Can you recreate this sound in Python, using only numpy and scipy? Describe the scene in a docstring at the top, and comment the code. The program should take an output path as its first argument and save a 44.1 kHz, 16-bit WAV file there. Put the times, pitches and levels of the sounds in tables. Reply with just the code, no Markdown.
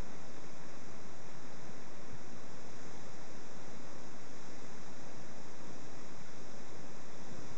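"""A sinter flat with a fountain geyser playing some way off, heard by a small camera.
Steam and water churn in the vent with a low roar, and big steam pockets burst with soft thuds.
The thrown water rains back as a splashing wash in the pool and a hiss of spray on wet stone
that swells after each tall jet."""
import sys
import numpy as np
from scipy import signal
from scipy.fft import rfft, irfft, next_fast_len
from scipy.io import wavfile
from scipy.ndimage import uniform_filter1d, map_coordinates

SR = 44100
rng = np.random.default_rng(int(sys.argv[2]) if len(sys.argv) > 2 else 0)


def digitize_waveform(pressure):
    """Quantize a signal to 16-bit integers and store it at the path in sys.argv[1].

    Rows of a 2-D input are taken as channels; values are limited to [-1, 1].
    """
    field = np.atleast_2d(pressure).T
    bounded = np.clip(field, -1, 1)
    quanta = np.round(bounded * 32767).astype(np.int16)
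    wavfile.write(sys.argv[1], SR, quanta)


N = 333837

# Jets leaving the vent. Each row: time in seconds, roar surge in dB, later shower swell in dB.
JETS = [(-.7, 0, 1.2), (1.8, 0, .8), (2.14, 1.1, 1.6), (2.88, 2.6, .6), (3.75, 1.4, 1.7), (5.03, .8, .9),
        (5.7, 1.4, .7), (6.72, .6, 2), (7.38, 2.8, 0)]


def vent_roar():
    """Turbulent steam and many small collapsing pockets roar, surging with each jet."""
    # Each row: frequency in Hz, relative density in dB.
    roar_spectrum = [(20, -23.5), (40, -16), (65, -9), (105, -2.5), (180, 0.5), (290, -1), (350, -3.5),
                     (480, -6.5), (1000, -17.5), (2500, -50)]
    jet_s, surge_db, _ = np.transpose(JETS)
    level_db = -55 + swells(jet_s, surge_db, rise_s=0.19, fall_s=0.25)
    steam = turbulence(patchy_db=0.78, band_count=3, frame_count=10)
    pockets = amp(-8) * impacts(per_s=200, spread_db=2.5)
    return amp(level_db) * coloured(steam + pockets, roar_spectrum)


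def steam_bursts():
    """Each big steam pocket swells, collapses and rebounds within about one cycle."""
    # Each row: centre in seconds, level in dB, pitch in Hz.
    pockets = [(0.381, -50, 220), (1.697, -43.5, 180), (2.132, -43.5, 106), (2.150, -42, 135),
               (2.214, -47, 190), (5.936, -49.5, 97), (7.317, -43, 210), (7.329, -44, 160),
               (7.389, -40.5, 151), (7.514, -44, 125)]
    t, thuds = np.arange(N) / SR, np.zeros(N)
    for centre_s, db, hz in pockets:
        turns = hz * (t - centre_s)
        thuds -= amp(db) * np.sin(2 * np.pi * turns) * np.exp(-(turns / 0.71) ** 2)
    return thuds


def pool_splash(shower_db):
    """Falling water slaps and bubbles in the pool, swelling with heavy slugs and a little with showers."""
    # Slugs landing. Each row: time in seconds, swell in dB.
    slugs = [(.2, 1), (.73, .8), (1.35, 1.3), (1.7, 1), (2.92, 0.8), (3.7, 0.6), (4.06, 0.3)]
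    # Each row: frequency in Hz, relative density in dB.
    splash_spectrum = [(150, -20), (400, 1), (570, 2.5), (720, 0), (950, 0), (1250, -2), (2000, -4.5),
                       (3000, -10), (4500, -14.5), (8000, -42)]
    level_db = -57 + 0.28 * shower_db + swells(*np.transpose(slugs), rise_s=0.21, fall_s=0.19)
    wash = turbulence(patchy_db=0.43, band_count=6, frame_count=10)
    slaps = amp(-8) * impacts(per_s=800, spread_db=3)
    bubbling = amp(-14.5) * bubbles(count=1200, centre_hz=702, spread_oct=0.6, cycles=25, spread_db=2.5)
    return amp(level_db) * (coloured(wash + slaps, splash_spectrum) + bubbling)


def spray_hiss(shower_db):
    """Fine drops hiss on wet stone as each jet comes down."""
    # Each row: frequency in Hz, relative density in dB.
    spray_spectrum = [(1200, -19), (2600, -4), (3800, -1), (4600, -0.5), (5400, 2.5), (6300, 1.76),
                      (7200, -1.5), (7900, -5), (8400, -14.5), (8900, -38.5)]
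    drops = rng.standard_normal(N) + amp(-7) * impacts(per_s=3000, spread_db=3)
    level_db = -62 + shower_db + 0.11 * wobble(knots_per_s=10)
    return amp(level_db) * coloured(drops, spray_spectrum)


def turbulence(patchy_db, band_count, frame_count):
    """White noise whose level drifts in patches of time and frequency."""
    spectra = signal.stft(rng.standard_normal(N), nperseg=512)[2]
    patches = uniform_filter1d(rng.standard_normal(spectra.shape), band_count, axis=0)
    patches = uniform_filter1d(patches, frame_count, axis=1)
    return unit(signal.istft(spectra * amp(patchy_db * unit(patches)), nperseg=512)[1][:N])


def impacts(per_s, spread_db):
    """Tiny blows of uneven size at random moments."""
    hit = rng.random(N) < per_s / SR
    return unit(hit * rng.choice([-1, 1], N) * amp(spread_db * rng.standard_normal(N)))


def bubbles(count, centre_hz, spread_oct, cycles, spread_db):
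    """Bubbles ring and die away while rising in pitch."""
    start = rng.integers(0, N, (count, 1))
    pitch, size = rng.standard_normal((count, 2)).T[:, :, None]
    hz = np.clip(centre_hz * 2 ** (spread_oct * pitch), 150, 3000)
    samples = np.arange(SR // 20)
    turns = hz * samples / SR
    age = turns / cycles
    envelope = amp(spread_db * size - 60 * age) * (1 - np.exp(-turns))
    rings = envelope * np.sin(2 * np.pi * turns * (1 + age / 8))
    return unit(np.bincount((start + samples).ravel(), rings.ravel(), N)[:N])


def swells(peaks_s, sizes_db, rise_s, fall_s):
    """Level in dB of swells that rise smoothly to a peak, then die away."""
    age_s = np.arange(N) / SR - np.asarray(peaks_s)[:, None]
    rise = np.sin(np.pi / 2 * np.clip(1 + age_s / rise_s, 0, 1)) ** 2
    return np.asarray(sizes_db) @ (rise * np.exp(-np.maximum(age_s, 0) / fall_s))


def wobble(knots_per_s):
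    """A smooth random curve."""
    knots = rng.standard_normal(int(N * knots_per_s / SR) + 4)
    return map_coordinates(knots, [np.arange(N) * knots_per_s / SR])


def coloured(x, spectrum):
    """x shaped by (Hz, dB) points on a log axis, at rms 1."""
    points_hz, db = np.transpose(spectrum)
    return unit(filtered(x, lambda hz: amp(np.interp(np.log(hz + 1), np.log(points_hz), db))))


def filtered(x, response):
    """x through a frequency response."""
    size = next_fast_len(N + SR // 2)
    return irfft(rfft(x, size) * response(np.fft.rfftfreq(size, 1 / SR)), size)[:N]


def amp(db):
    """Decibels to gain."""
    return 10 ** (np.asarray(db) / 20)


def unit(x):
    """x scaled to rms 1."""
    return x / np.sqrt(np.mean(x ** 2) + 1e-20)


def scene():
    """The geyser in mono; each jet showers down one flight time after it leaves the vent."""
    flight_s = 0.72
    jet_s, _, swell_db = np.transpose(JETS)
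    shower_db = swells(jet_s + flight_s, swell_db, rise_s=0.33, fall_s=1.35)
    return (vent_roar() + steam_bursts() + pool_splash(shower_db) + spray_hiss(shower_db))[None]


def record(dry):
    """The camera adds a faint whine, cuts three notches and the top treble, and rests off zero."""
    # Each row: centre in Hz, width in Hz.
    notches = [(3000, 760), (4395, 800), (8000, 760)]
    whine_hz, top_hz, dc_offset = 2344, 8900, -0.0399
    whine = amp(-86.5) * np.sin(2 * np.pi * whine_hz * np.arange(N) / SR)

    def response(hz):
        cuts = [(centre**2 - hz**2) / (centre**2 - hz**2 + 1j * hz * width) for centre, width in notches]
        return np.prod(cuts, axis=0) * (hz < top_hz)

    return filtered(dry[0] + whine, response)[None] + dc_offset


dry = scene()
out = record(dry)
digitize_waveform(out)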